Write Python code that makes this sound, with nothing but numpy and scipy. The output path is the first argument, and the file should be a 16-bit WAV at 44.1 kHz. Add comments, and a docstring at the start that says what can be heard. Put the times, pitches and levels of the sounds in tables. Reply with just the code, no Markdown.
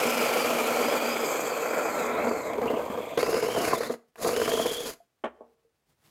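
"""A rasping, juddering cut is heard first: a cordless drill drags a circle cutter round a boxy board. Its
blades stick and slip, exciting board and blade resonances and tearing chips, in a small workshop. The gear
whines at its tooth rate and the tips squeal; the scene changes to a second cut in trigger pulls. The drill
stops, the cutter knocks in its groove as decaying modes, and it is lifted out with a rustle."""
import sys
import numpy as np
from scipy import signal
from scipy.fft import rfft, irfft
from scipy.io import wavfile
from scipy.ndimage import uniform_filter1d, map_coordinates

SR = 44100
rng = np.random.default_rng(int(sys.argv[2]) if len(sys.argv) > 2 else 0)


def dump(signal):
    """Clip the signal to [-1, 1] and save it as 16-bit WAV at the path in sys.argv[1]."""
    limited = np.clip(np.atleast_2d(signal).T, -1, 1)
    pcm = np.round(limited * 32767).astype(np.int16)
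    wavfile.write(sys.argv[1], SR, pcm)


N = 269007
T = np.arange(N) / SR

CHANGE_S = 3.174  # the scene changes abruptly to the second cut
LOOSE_S = 2.52  # the first groove is cut and the blades work loose
CATCH_BUILD_S = 0.002  # build-up of a judder, and return of the cutting after a catch
BOARD_SHIFT = 0.03  # rms share by which the board's resonances drift at random

# How the board radiates its vibration. Each row: frequency in Hz, gain in dB.
BOARD_RADIATION = [(25, -12.5), (70, 12), (150, -2.5), (400, -4), (1300, 0), (2000, -4), (3000, -24),
                   (6000, -22.5), (16000, -44)]
# Resonances of the board shaken by a juddering blade. Each row: frequency in Hz, width in Hz, gain in dB.
LOOSE_BOARD_MODES = [(131.9, 54, -16), (246, 56, -1.5), (324, 130, -2), (463, 90, 4), (663, 130, 0),
                     (1030, 130, -6), (1230, 130, -11.5), (1627, 240, -18.5)]
# Spectrum of the chips off a fresh face. 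Each row: frequency in Hz, gain in dB.
FRESH_CHIP_SPECTRUM = [(500, 0.5), (2500, 2), (3300, -5.5), (4100, 2), (4900, 4), (5700, -1.5), (6700, 5),
                       (8500, -4.5), (9900, 1.5), (12000, -2.5), (13200, -1.5), (15700, -12.5)]
# The hardest catches of a blade in the groove. Each row: start in seconds, peak level of the judder
# in dB before a common trim, its middle pitch in Hz, peak of the crack in dB relative to the judder.
CATCHES = [(0.360, -17, 495, -13.5), (.445, -17, 495, -5.5), (0.883, -14.5, 583, -9.5),
           (2.27, -16, 483, -9), (2.311, -15, 432, -37), (2.532, -23, 702, -7), (2.58, -22, 428, -12),
           (2.615, -18.5, 520, -10), (2.656, -18.5, 452, -18), (2.701, -17.5, 448, -16),
           (2.735, -20.5, 245, -17.5), (2.766, -21.5, 435, -18), (2.9, -22.5, 240, -18),
           (2.974, -19.5, 498, -14), (3.175, -13, 460, -4), (3.188, -20, 500, -11.5),
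           (3.213, -22.5, 442, -12), (3.228, -11.5, 433, -5.5), (3.262, -16.5, 441, -17),
           (3.29, -17.5, 450, -15), (3.328, -15.5, 418, -9), (3.342, -13, 448, -8),
           (3.365, -15, 493, -10.5), (3.425, -16.5, 440, -10), (3.484, -16.5, 419, -12.5),
           (3.502, -22, 480, -12), (3.547, -18, 480, -6.5), (3.561, -17.5, 680, -10),
           (3.731, -13.5, 1035, -13), (3.805, -16.5, 475, -29), (3.832, -25, 576, 3.5),
           (3.897, -18.5, 472, -30), (3.938, -27, 466, -6.5), (4.245, -16.5, 465, -10),
           (4.289, -13, 467, -11.5), (4.33, -22.5, 500, -7.5), (4.363, -16, 430, -2),
           (4.398, -16.5, 479, -12.5), (4.415, -13.5, 445, -4.5), (4.477, -18.5, 459, 1.5),
           (4.516, -20.5, 471, 0.5), (4.535, -14.5, 455, -8.5), (4.573, -21.5, 440, -13),
           (4.594, -13.5, 680, -16.5), (4.656, -14.5, 475, -20), (4.711, -24.5, 462, -21),
           (4.803, -31, 476, -3), (4.856, -28, 480, -12)]
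# The stopped cutter knocks. Each row: start in seconds, peak level in dB, dulling corner in Hz,
# length of the ring as a factor.
KNOCKS = [(5.238, -18, 9070, 1.04), (5.243, -22.5, 3200, .85), (5.252, -21.5, 3380, 0.93),
          (5.266, -27, 2390, 0.93), (5.405, -33.5, 1000, 2)]
# First cut, how hard the blades are pressed in. Each row: time in seconds, board rumble in dB
# before a small trim.
PRESSURE = [(0.0, -28), (0.35, -28), (0.62, -28.5), (0.85, -26.5), (1.0, -28.5), (1.55, -30.5),
            (1.78, -28.5), (2.14, -29.5), (2.29, -26.5), (2.4, -34), (2.53, -32.5), (2.63, -29.5),
            (2.75, -28.5), (2.83, -34), (2.98, -31), (3.1, -38.5), (3.17, -37.5)]
# The blade tips sing in the groove. Each row: time in seconds, pitch in Hz, level in dB.
SONG = [(0, 3250, -59), (.7, 3100, -49.5), (1.15, 3264, -47), (1.45, 3210, -53), (1.85, 3080, -60.5),
        (2.0, 2580, -73), (2.655, 2305, -59), (2.68, 2770, -42), (2.72, 3020, -52), (2.77, 2850, -49.5),
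        (2.81, 2400, -61), (3.165, 2490, -52), (3.2, 2620, -47.5), (3.47, 2830, -46.5), (3.53, 3110, -44.5),
        (3.62, 2930, -40), (3.74, 2456, -56.5), (3.99, 1798, -100), (4.16, 1705, -100), (4.27, 1998, -48),
        (4.35, 2800, -42.5), (4.41, 3116, -44), (4.53, 3226, -39), (4.79, 3300, -40), (4.83, 3330, -43.5),
        (4.91, 3220, -52), (5.0, 3010, -130)]


def undb(db):
    """Logarithmic level: decibels become an amplitude gain."""
    return 10 ** (np.asarray(db) / 20)


def curves(table):
    """Linear interpolation: the columns of a table of timed rows, at every sample."""
    s, *columns = np.transpose(table)
    return [np.interp(T, s, c) for c in columns]


def ramp(start_s, length_s):
    """Linear onset: rises from 0 to 1 and stays there."""
    return np.clip((T - start_s) / length_s, 0, 1)


def swell(start_s, end_s, rise_s, fall_s):
    """Envelope: attack, hold and release between 0 and 1."""
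    return ramp(start_s, rise_s) * (1 - ramp(end_s, fall_s))


def lag(x, time_s):
    """Inertia: a first-order low-pass makes a control approach its target exponentially."""
    keep = np.exp(-1 / (time_s * SR))
    return signal.lfilter([1 - keep], [1, -keep], x)


def unit(x, band=None):
    """Normalisation: scale to a standard deviation of 1, overall or within a band."""
    if band is None:
        return x / np.std(x)
    band_pass = signal.butter(4, band, "band", fs=SR, output="sos")
    return x / np.std(signal.sosfilt(band_pass, x))


def add(track, s, sound):
    """Superposition: mix a sound in at a time."""
    i = max(int(s * SR), 0)
    track[i:i + len(sound)] += sound[:max(N - i, 0)]


def colour(x, points, size=2048):
    """Minimum-phase filtering: a causal response through (Hz, dB) points, by the folded cepstrum."""
    hz, db = np.transpose(points)
    grid = np.maximum(np.arange(size // 2 + 1) * SR / size, 1)
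    cepstrum = irfft(np.log(undb(np.interp(np.log(grid), np.log(hz), db))))
    cepstrum[1:size // 2] *= 2
    cepstrum[size // 2 + 1:] = 0
    impulse = irfft(np.exp(rfft(cepstrum)))
    return signal.oaconvolve(x, impulse)[:len(x)]


def resonate(x, modes):
    """Modal superposition: parallel resonances, neighbours moving in opposite directions."""
    total = 0
    for k, (hz, width, db) in enumerate(modes):
        b, a = signal.iirpeak(hz, hz / width, SR)
        total = total + (-1) ** k * undb(db) * signal.lfilter(b, a, x)
    return total


def bend(x, ratio):
    """Time warping: reading a sound at a changing rate shifts all its pitches by that ratio."""
    return map_coordinates(x, [np.cumsum(ratio * np.ones(N))], mode="mirror")


def walk(rate):
    """Random modulation: smoothed chance values, rate per second, with a spread of 1."""
    k = max(int(SR / rate), 1)
    held = np.repeat(rng.standard_normal(N // k + 1), k)[:N]
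    return unit(uniform_filter1d(held, k))


def grains(rate, spread_db):
    """Shot noise of fibres snapping: clicks of random sign, size and time, rate per second."""
    snaps = rng.random(N) < rate / SR
    return unit(snaps * rng.choice([-1, 1], N) * undb(spread_db * rng.uniform(-1.1, 1, N)))


def stick_slip(rate, jitter, spread_db, spray_s):
    """Stick-slip friction: uneven slips of the blades, each followed by a decaying spray of chips."""
    count = np.floor(np.cumsum(rate * np.exp(jitter * walk(rate))) / SR)
    slips = np.diff(count, prepend=0) * undb(spread_db * rng.uniform(-0.96, 1, N))
    spray = signal.lfilter([1], [1, -np.exp(-1 / (spray_s * SR))], slips)
    return unit(slips), spray / np.sqrt(np.mean(spray ** 2))


def whine(hz, width_hz, clean):
    """Narrow-band modulation: a steady core plus random sidebands, around a wavering rate."""
    low_pass = signal.butter(2, width_hz / 2, fs=SR, output="sos")
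    smear = unit(signal.sosfilt(low_pass, rng.standard_normal((2, N))))
    waver = 1 + .011 * walk(70) + .016 * walk(400)
    phase = 2 * np.pi * np.cumsum(hz * waver) / SR
    line = (clean + smear[0]) * np.cos(phase) + smear[1] * np.sin(phase)
    return unit(line * undb(2 * walk(50)))


def background():
    """Shaped broadband noise: still workshop air, and sleeves rustling as the drill is lifted."""
    # The rustle of sleeves. Each row: time in seconds, level in dB.
    rustle_levels = [(5.6, -81.5), (5.85, -84), (5.905, -65.5), (5.96, -77), (5.995, -75), (6.04, -63),
                     (6.1, -65)]
    # Spectra of the cloth and of the air. Each row: frequency in Hz, gain in dB.
    cloth_spectrum = [(24, -38.5), (60, -12), (153, -9), (260, -17), (15000, -32)]
    air_spectrum = [(15, -30.5), (30, -7), (500, -7), (1280, -14), (15000, -28.5)]
    air_db = -79.5
    rustle = unit(colour(grains(rate=10000, spread_db=8.0) * undb(2.3 * walk(64)), cloth_spectrum))
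    air = unit(colour(rng.standard_normal(N), air_spectrum))
    return rustle * undb(curves(rustle_levels)[0]) + undb(air_db) * air


def workshop(x, wet_db, low_t60, high_t60, size=26000):
    """Reverberation: cluttered walls return decaying noise, with its own t60 below and above 1800 Hz."""
    t = T[:size]
    low_pass = signal.butter(2, 1800, fs=SR, output="sos")
    high_pass = signal.butter(2, 1800, "high", fs=SR, output="sos")
    low = signal.sosfilt(low_pass, rng.standard_normal(size)) * undb(-60 * t / low_t60)
    high = signal.sosfilt(high_pass, rng.standard_normal(size)) * undb(-60 * t / high_t60)
    tail = (low + 0.64 * high) * (t > .005)
    return x + undb(wet_db) * signal.oaconvolve(x, tail / np.linalg.norm(tail))[:N]


def boom():
    """Cavity resonance: each knock sets the air in the box swinging at one low pitch."""
    boom_hz, t60_s = 68, 0.57
    relative_db = -47  # level relative to the knock, before the halving below
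    total = 0
    for s, db, *_ in KNOCKS:
        decay = undb(db + relative_db - 60 * np.maximum(T - s, 0) / t60_s)
        total = total + ramp(s, .01) * np.sin(2 * np.pi * boom_hz * T) * decay
    return total / 2


def knocks(size=14000):
    """Impact on a modal body: decaying modes and a crunch build up, then pass the contact's low-pass."""
    # Modes of the knock. Each row: frequency in Hz, level in dB, t60 in seconds before the length factor.
    knock_modes = [(236.4, -7.5, 0.14), (310, 0, 0.042), (417, 6, 0.03), (537, -5, 0.048),
                   (625, 7.5, 0.043), (748, -6, 0.059), (870, -1, 0.06), (1104, -1.5, 0.074),
                   (1470, -10, 0.038), (1780, -13, 0.042), (2200, -14, 0.068), (3070, -6.5, 0.031)]
    crunch_spectrum = [(150, -16), (500, 9.0), (1200, 2.5), (3200, -10), (4600, -30.0), (15000, -30)]
    out, t = np.zeros(N), T[:size]
    for s, db, corner_hz, length in KNOCKS:
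        ring = np.zeros(size)
        for k, (hz, mode_db, t60) in enumerate(knock_modes):
            detune = 1 + 0.0066 * rng.standard_normal()
            decay = undb(mode_db - 60 * t / (t60 * length))
            ring += (-1) ** k * decay * np.sin(2 * np.pi * hz * t * detune)
        crunch = colour(rng.standard_normal(size) * undb(-60 * t / (0.11 * length)), crunch_spectrum)
        contact = (ring + 2 * crunch) * (1 - np.exp(-t / 0.0024))
        low_pass = signal.butter(4, min(corner_hz, SR / 3), fs=SR, output="sos")
        hit = signal.sosfilt(low_pass, contact)
        add(out, s, undb(db) * hit / abs(hit).max())
    return out


def switch():
    """Damped impact: a dry plastic click of the trigger switch before the last pull."""
    start_s, level_db, t60_s = 4.157, -44, 0.041
    click = unit(colour(rng.standard_normal(N), [(200, -1.0), (900, 16), (6000, -9.5)]))
    decay = undb(level_db - 60 * np.maximum(T - start_s, 0) / t60_s)
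    return click * ramp(start_s, 0.00064) * decay


def panel():
    """Driven resonance: slips of the blades keep the board's top panel droning at its lowest pitch."""
    mode = [(241.8, 24, 0)]  # Hz, width Hz, dB; applied twice
    return unit(resonate(resonate(grains(rate=400, spread_db=3), mode), mode))


def chatter(drag_gain):
    """Bending vibration: the cutter arm sounds in uneven fits under drag, and twangs when plucked."""
    # The arm twangs as it stops and is eased out of the groove.
    # Each row: start in seconds, rms level in dB, pitch in Hz, t60 in seconds.
    twangs = [(5.002, -49, 688, 0.094), (5.384, -57.5, 458, 0.65), (5.648, -62.5, 458, 0.15)]
    arm_hz, twang_rise_s = 465, 0.0026
    wander = 2 * np.pi * np.cumsum(1 + .035 * walk(45) + .05 * walk(200)) / SR
    surge = unit(undb(4 * walk(80)))
    plucked = 0
    for s, db, hz, t60 in twangs:
        decay = undb(db - 60 * np.maximum(T - s, 0) / t60)
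        plucked = plucked + np.sin(2 * np.pi * hz * T) * ramp(s, twang_rise_s) * decay
    return unit(np.sin(arm_hz * wander) * surge) * drag_gain + np.sqrt(2) * plucked


def gears(tooth_hz):
    """Gear meshing: a line at the tooth rate, louder with speed and smeared by the jerking shaft."""
    # What the drill's shell lets out. Each row: frequency in Hz, gain in dB.
    housing = [(1000, -1.5), (2400, -6.5), (3000, -6), (3250, 7.5), (4000, 3), (4900, -3.5), (5400, -9),
               (6000, -18)]
    reference_hz, db_per_octave = 5130, 13.5
    speed_db = db_per_octave * np.log2(tooth_hz / reference_hz)
    labour = np.interp(tooth_hz, [3700, 4500], [1, 0]) * (T < CHANGE_S)  # first cut only
    free = whine(tooth_hz, width_hz=260, clean=.95)
    smeared = whine(tooth_hz, width_hz=700, clean=0)
    line = np.sqrt(1 - labour) * free + np.sqrt(labour) * smeared
    # once the blades are dug in, the line comes and goes, most at high speed
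    broken = undb(np.interp(tooth_hz, [4000, 5000], [1, 4]) * ramp(1, .5) * walk(50))
    return colour(line * broken * undb(speed_db - 6.5), housing)


def song():
    """Friction squeal: the tips sing a ragged band in the first groove, a clearer line on the fresh face."""
    hz, db = curves(SONG)
    free = .65 * (T > CHANGE_S)
    ragged = whine(hz, width_hz=450, clean=.35) * undb(2 * walk(80))
    clear = whine(hz, width_hz=220, clean=.9)
    return (np.sqrt(1 - free) * ragged + np.sqrt(free) * clear) * undb(db)


def spurts():
    """Gated shot noise: clogged chips break free in short bright bursts."""
    # Spurts of chips in the second cut. Each row: start in seconds, length in seconds, level in dB.
    spurt_times = [(3.221, 0.0096, -44), (3.671, 0.014, -37), (3.773, 0.013, -42.5), (3.835, 0.01, -44),
                   (4.217, 0.018, -38), (4.927, 0.0093, -46)]
    gain = sum(undb(db) * swell(s, s + length, rise_s=0.01, fall_s=0.007) for s, length, db in spurt_times)
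    return gain * unit(colour(grains(rate=9000, spread_db=6.0), FRESH_CHIP_SPECTRUM), (4000, 15000))


def catches(size=6000):
    """Release of stored strain: a snagged blade judders on the board and lets go with a splintering crack."""
    shake_t60_s, judder_t60_s = 0.024, 0.048
    sag = 0.071  # the judder's pitch sinks by this share as it dies
    crack_spectrum = [(200, -13.0), (1200, 8.5), (2400, 1.5), (15000, -21.5)]
    out, t = np.zeros(N), T[:size]
    fade = undb(-60 * t / shake_t60_s) * (1 - np.exp(-t / 0.0012))
    swing = undb(-60 * t / judder_t60_s) * (1 - np.exp(-t / CATCH_BUILD_S))
    travel = np.cumsum(1 + sag * (np.exp(-t / 0.0089) - .5)) / SR
    for s, db, hz, crack_db in CATCHES:
        shake, splinters = rng.standard_normal((2, size))
        blade = unit(np.sin(2 * np.pi * hz * travel) * swing)
        board = unit(colour(resonate(shake * fade, LOOSE_BOARD_MODES), BOARD_RADIATION))
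        judder = blade + 0.55 * board
        crack = colour(splinters * fade, crack_spectrum)
        both = judder / abs(judder).max() + undb(crack_db) * crack / abs(crack).max()
        add(out, s, undb(db - 1.5) * both)
    return out


def stuck():
    """Static friction: the cutting falls away while a blade snags, and is back as the blade lets go."""
    stuck_s, stuck_db = 0.017, -2.5  # half that depth in dB before LOOSE_S
    snags = [swell(s - stuck_s, s, stuck_s / 2, CATCH_BUILD_S) for s, *_ in CATCHES]
    return undb(stuck_db * np.max(snags, axis=0) * np.where(T < LOOSE_S, .5, 1))


def groove_db(fade):
    """Muffling by depth: a first-cut layer follows the pressure and shifts as the groove deepens."""
    usual_pressure_db, loosen_s = -28, 0.089
    start_db, lost_db, power, loose_db, share = fade
    pressed_db = curves(PRESSURE)[0] - usual_pressure_db
    deepening_db = lost_db * ramp(0, LOOSE_S) ** power
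    return start_db - deepening_db - loose_db * ramp(LOOSE_S, loosen_s) + share * pressed_db


def hollow(x):
    """Subtractive resonance: the groove carves broad, deepening dips into the hiss leaving it."""
    # Centre frequencies of the dips in Hz.
    dips_hz = [2830, 5500, 10650]
    dip_q, full_depth = 5.5, .4  # depth as a share, 0-1, of each pass
    depth = full_depth * ramp(start_s=0.41, length_s=0.93)
    for hz in dips_hz * 2:  # twice over for a broad floor
        b, a = signal.iirpeak(hz, dip_q, SR)
        x = x - depth * signal.lfilter(b, a, x)
    return x


def trigger(tooth_hz):
    """Speed-dependent grip: each pull sets the blades biting, less at low speed; gives six layer gains."""
    # Pulls of the trigger. Each row: start in seconds, release in seconds, then the levels in dB, before
    # the changes below, of board, scrape, chips, arm chatter, panel drone and gear whine.
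    pulls = [(3.099, 3.759, -30.5, -42.5, -43.5, -37, -42.5, -36),
             (3.769, 3.858, -37.5, -41, -46.5, -36, -58, -40),
             (3.859, 3.95, -38, -49, -51.5, -44, -41.5, -42.5),
             (4.164, 4.905, -32, -46.5, -40.5, -35.5, -42.5, -37.5)]
    # Changes in dB of the same six layers as the surface tears up, and as the blades break through.
    tear_changes = (3.5, 6.5, 5, -15, -4.5, -4.5)
    through_changes = (-9.5, -9.5, -2.5, -4.5, -19, -5.5)
    bite_hz, bite_power = 3297, 0.99  # below this tooth rate the blades only skim
    grip_s = 0.02  # lag of the blades' grip behind the trigger
    held = np.array([(T >= start) & (T < release) for start, release, *_ in pulls], float)
    tear = swell(3.49, 3.7, rise_s=0.25, fall_s=0.074)
    through = ramp(4.66, 0.058)  # the load falls
    bite = np.minimum(tooth_hz / bite_hz, 1) ** bite_power
    gains = []
    for db, tear_db, through_db in zip(np.transpose(pulls)[2:], tear_changes, through_changes):
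        grip = lag(undb(db) @ held, grip_s)
        gains.append(bite * grip * undb(tear_db * tear + through_db * through))
    return gains


def first_cut(sweep):
    """Source and resonator: blades deep in a groove drive board, blade, rubbing and chips, then work loose."""
    # Resonances of the tight board, the blade and its rubbing flank.
    # Each row: frequency in Hz, width in Hz, gain in dB.
    tight_board_modes = [(150.2, 40, -20), (264.4, 34.6, -10), (298, 57, -7.5), (457, 59, 1.5),
                         (552, 78, 0), (675, 161, -4), (880, 86, -7), (1039, 150, -11), (1327, 53.5, -2.5),
                         (1350, 197, -9.5)]
    blade_modes = [(1880, 1100, -14.5), (2330, 250, -1.5), (2555, 190, -13)]
    rubbing_modes = [(4880, 480, 2), (6650, 1100, 3.5), (7800, 880, 1), (9430, 470, -8), (12700, 480, -1)]
    # Spectra of blade, rubbing and chips. Each row: frequency in Hz, gain in dB.
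    blade_radiation = [(100, -29.5), (1200, 5), (2000, 3), (2600, 10), (2850, -16), (4200, -21.5),
                       (6000, -21.5), (16000, -41)]
    rubbing_radiation = [(2000, -12.5), (4700, -3), (8000, 4), (15500, 2)]
    chip_spectrum = [(300, -9), (1500, -0.5), (2800, 10.5), (3230, 7.5), (3700, -1), (4300, 1.5),
                     (5600, 0.5), (8500, -2), (10300, -1.5), (11400, -2.5), (13300, 1.5), (15700, -11)]
    # A blade's flank rubs the wall of the groove. Each row: start in seconds, end in seconds, level in dB.
    rub_times = [(-.2, 1.4, -48), (1.17, 2.052, -47), (2.15, 2.445, -51.5)]
    # Fades with the deepening groove: dB at the start, dB lost by the end of the groove, power of that
    # fall, dB more lost once loose (negative: gained), share of the pressure.
    blade_fade = (-35, 8, 1, 7.5, .5)
    chip_fade = (-45, 17, 2, -4.5, 0.5)
    rub_edge_s, light_rub_db = 0.12, -62  # rise and fall of a rub; what is left between rubs
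    blade_shift = .02  # rms share by which the blade's resonances drift at random
    buried_pitch = 0.913  # pitch of a blade buried in chips, as a share of its free pitch
    lopsided_db, lopsided_s = 1, 0.65  # one-sided bite at first: pulsing depth, and how fast it evens out

    slips, spray = stick_slip(rate=200, jitter=.45, spread_db=5.5, spray_s=0.0058)
    bite_db = 1.0 * sweep + 1.0 * walk(65)
    force = (slips + 1.67 * grains(rate=2500, spread_db=10.0)) * undb(bite_db)
    depth = np.interp(T, [1.6, 2.5], [0, 1])

    def shaken_board(modes):
        """Modal response to the cutting force, with drifting pitch."""
        sound = unit(colour(resonate(force, modes), BOARD_RADIATION), (200, 1200))
        return bend(sound, 1 + BOARD_SHIFT * walk(25))

    board = np.sqrt(1 - depth ** 2) * shaken_board(tight_board_modes) + depth * shaken_board(LOOSE_BOARD_MODES)
    tearing = grains(rate=8000, spread_db=-1.0) * (1 + 1.0 * spray) * undb(0.33 * bite_db)

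    def ringing_blade(pitch):
        """Modal response to the tearing, all modes scaled in pitch."""
        modes = np.multiply(blade_modes, [pitch, 1, 1])
        return unit(colour(resonate(tearing, modes), blade_radiation), (2000, 3000))

    blade = np.sqrt(1 - depth) * ringing_blade(1) + np.sqrt(depth) * ringing_blade(buried_pitch)
    blade = bend(blade, 1 + blade_shift * walk(25))

    friction = grains(rate=16000, spread_db=15.5) * undb(0.63 * bite_db + 1.8 * walk(90))
    rub = unit(colour(resonate(friction, rubbing_modes), rubbing_radiation), (6200, 8200))
    rub_gain = undb(light_rub_db)
    for start, end, db in rub_times:
        rub_gain = rub_gain + undb(db) * swell(start, end, rub_edge_s, rub_edge_s)
    flying = grains(rate=7300, spread_db=5.5) * (1 + 0.23 * spray) * undb(.5 * bite_db)
    chips = unit(colour(flying, chip_spectrum), (9000, 11500))
    hiss = hollow(rub * rub_gain + chips * undb(groove_db(chip_fade)))
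    hiss = bend(hiss, 1 + blade_shift / 2 * walk(10))
    pulsing = undb(lopsided_db * np.exp(-T / lopsided_s) * sweep)

    board_db = curves(PRESSURE)[0] - 0.3
    return board * undb(board_db) + blade * undb(groove_db(blade_fade)) + hiss * pulsing


def second_cut(sweep, board_gain, scrape_gain, chip_gain):
    """Source and resonator: coarser slips on a fresh face ring the board and throw a bright spray of chips."""
    # Resonances of the board. Each row: frequency in Hz, width in Hz, gain in dB.
    board_modes = [(143, 41, -13), (243, 36, -5.5), (324, 60, -3.5), (451, 52, 2.5), (615, 87, -2.5),
                   (685, 74, -1.5), (1049, 74, -10), (1242, 130, -16)]
    # Spectrum of the scrape. Each row: frequency in Hz, gain in dB.
    scrape_spectrum = [(200, -20.5), (900, -4.5), (1500, 8), (1900, -1), (2250, 5.5), (2800, -2),
                       (3150, -19), (5000, -6.5), (8000, -19.5), (16000, -42.5)]
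    scrape_at_hz, scrape_follow = 2986, .5  # the scrape's colour follows the song's pitch, by this power
    slips, spray = stick_slip(rate=130, jitter=0.64, spread_db=6.0, spray_s=0.0069)
    bite_db = 1.4 * sweep + 1.9 * walk(65)
    force = (slips + 0.82 * grains(rate=1700, spread_db=2.0)) * undb(bite_db)
    board = unit(colour(resonate(force, board_modes), BOARD_RADIATION), (200, 1200))
    board = bend(board, 1 + BOARD_SHIFT * walk(25))
    tearing = grains(rate=8100, spread_db=9.5) * (1 + 2.3 * spray) * undb(bite_db)
    scrape = unit(colour(tearing, scrape_spectrum), (1500, 2600))
    scrape = bend(scrape, (curves(SONG)[0] / scrape_at_hz) ** scrape_follow)
    flow = (1 + .6 * spray) * undb(.75 * bite_db)
    chips = unit(colour(grains(rate=9000, spread_db=-3.5) * flow, FRESH_CHIP_SPECTRUM), (6000, 15000))
    return board * board_gain + scrape * scrape_gain + chips * chip_gain


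def scene():
    """Common drive: the motor's speed sets the gear whine and the sweep of the blades round the hole."""
    # Motor speed under the changing load, both cuts. Each row: time in seconds, gear tooth rate in Hz.
    motor_speed = [(0, 5400), (.23, 4940), (.31, 4610), (.41, 4800), (.66, 4116), (.91, 4970), (1.0, 4570),
                   (1.08, 4890), (1.23, 5050), (1.37, 4290), (1.5, 4740), (1.6, 4170), (1.71, 4900),
                   (1.79, 4430), (1.87, 4820), (1.97, 4160), (2.05, 3544), (2.19, 3950), (2.31, 4595),
                   (2.47, 4050), (2.62, 2340), (3.12, 3298), (3.195, 3510), (3.215, 4650), (3.3, 5180),
                   (3.43, 5110), (3.53, 5630), (3.67, 5127), (3.71, 3866), (3.725, 4446), (3.745, 3700),
                   (3.775, 3450), (3.828, 5080), (3.842, 3650), (3.858, 3400), (3.878, 4550), (3.9, 3590),
                   (3.94, 2430), (3.975, 99.1), (4.16, 100), (4.21, 1502), (4.235, 3480), (4.275, 4860),
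                   (4.292, 4265), (4.33, 5370), (4.42, 5240), (4.6, 5670), (4.91, 5720), (4.98, 301)]
    # Fades with the deepening groove, of the whine and the panel: dB before any loss, dB lost by the end
    # of the groove, power of that fall (0: at once), dB more lost once loose, share of the pressure;
    # a negative loss is a gain.
    whine_fade = (-39, 6, 0.6, -6.5, 0.5)
    panel_fade = (-51, -12.5, 0, -4.5, 3.5)
    shell_hz, shell_width_hz, shell_db = 4954, 330, 9.5  # in the first cut the whine swells near this rate
    teeth_per_sweep = 190  # gear teeth to one sweep of the blades
    first = T < CHANGE_S
    tooth_hz = np.maximum(curves(motor_speed)[0], 1)
    board_gain, scrape_gain, chip_gain, drag_gain, drone_gain, mesh_gain = trigger(tooth_hz)
    swell_db = shell_db * np.exp(-((tooth_hz - shell_hz) / shell_width_hz) ** 2)
    gear_gain = np.where(first, undb(groove_db(whine_fade) + swell_db), mesh_gain)
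    panel_gain = np.where(first, undb(groove_db(panel_fade)), drone_gain)

    sweep = np.cos(2 * np.pi * np.cumsum(tooth_hz / teeth_per_sweep) / SR)
    slipping = stuck()
    cut = np.where(first, first_cut(sweep), second_cut(sweep, board_gain, scrape_gain, chip_gain))
    cutting = cut * slipping + song() + catches() + spurts()
    drill = cutting + gear_gain * gears(tooth_hz) + panel() * panel_gain + switch()

    room = workshop(drill, wet_db=-17.0, low_t60=0.3, high_t60=0.29)
    room += workshop(knocks(), wet_db=-23.0, low_t60=0.59, high_t60=0.52)
    arm = chatter(drag_gain * slipping * ~first)  # dragged in the second cut only
    return (room + boom() + arm + background())[None]


def record(dry):
    """Band limiting: a steep elliptic low-pass removes the top of the treble."""
    top_hz = 15800
    return signal.sosfilt(signal.ellip(10, .2, 80, top_hz, fs=SR, output="sos"), dry)


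dry = scene()
out = record(dry)
dump(out)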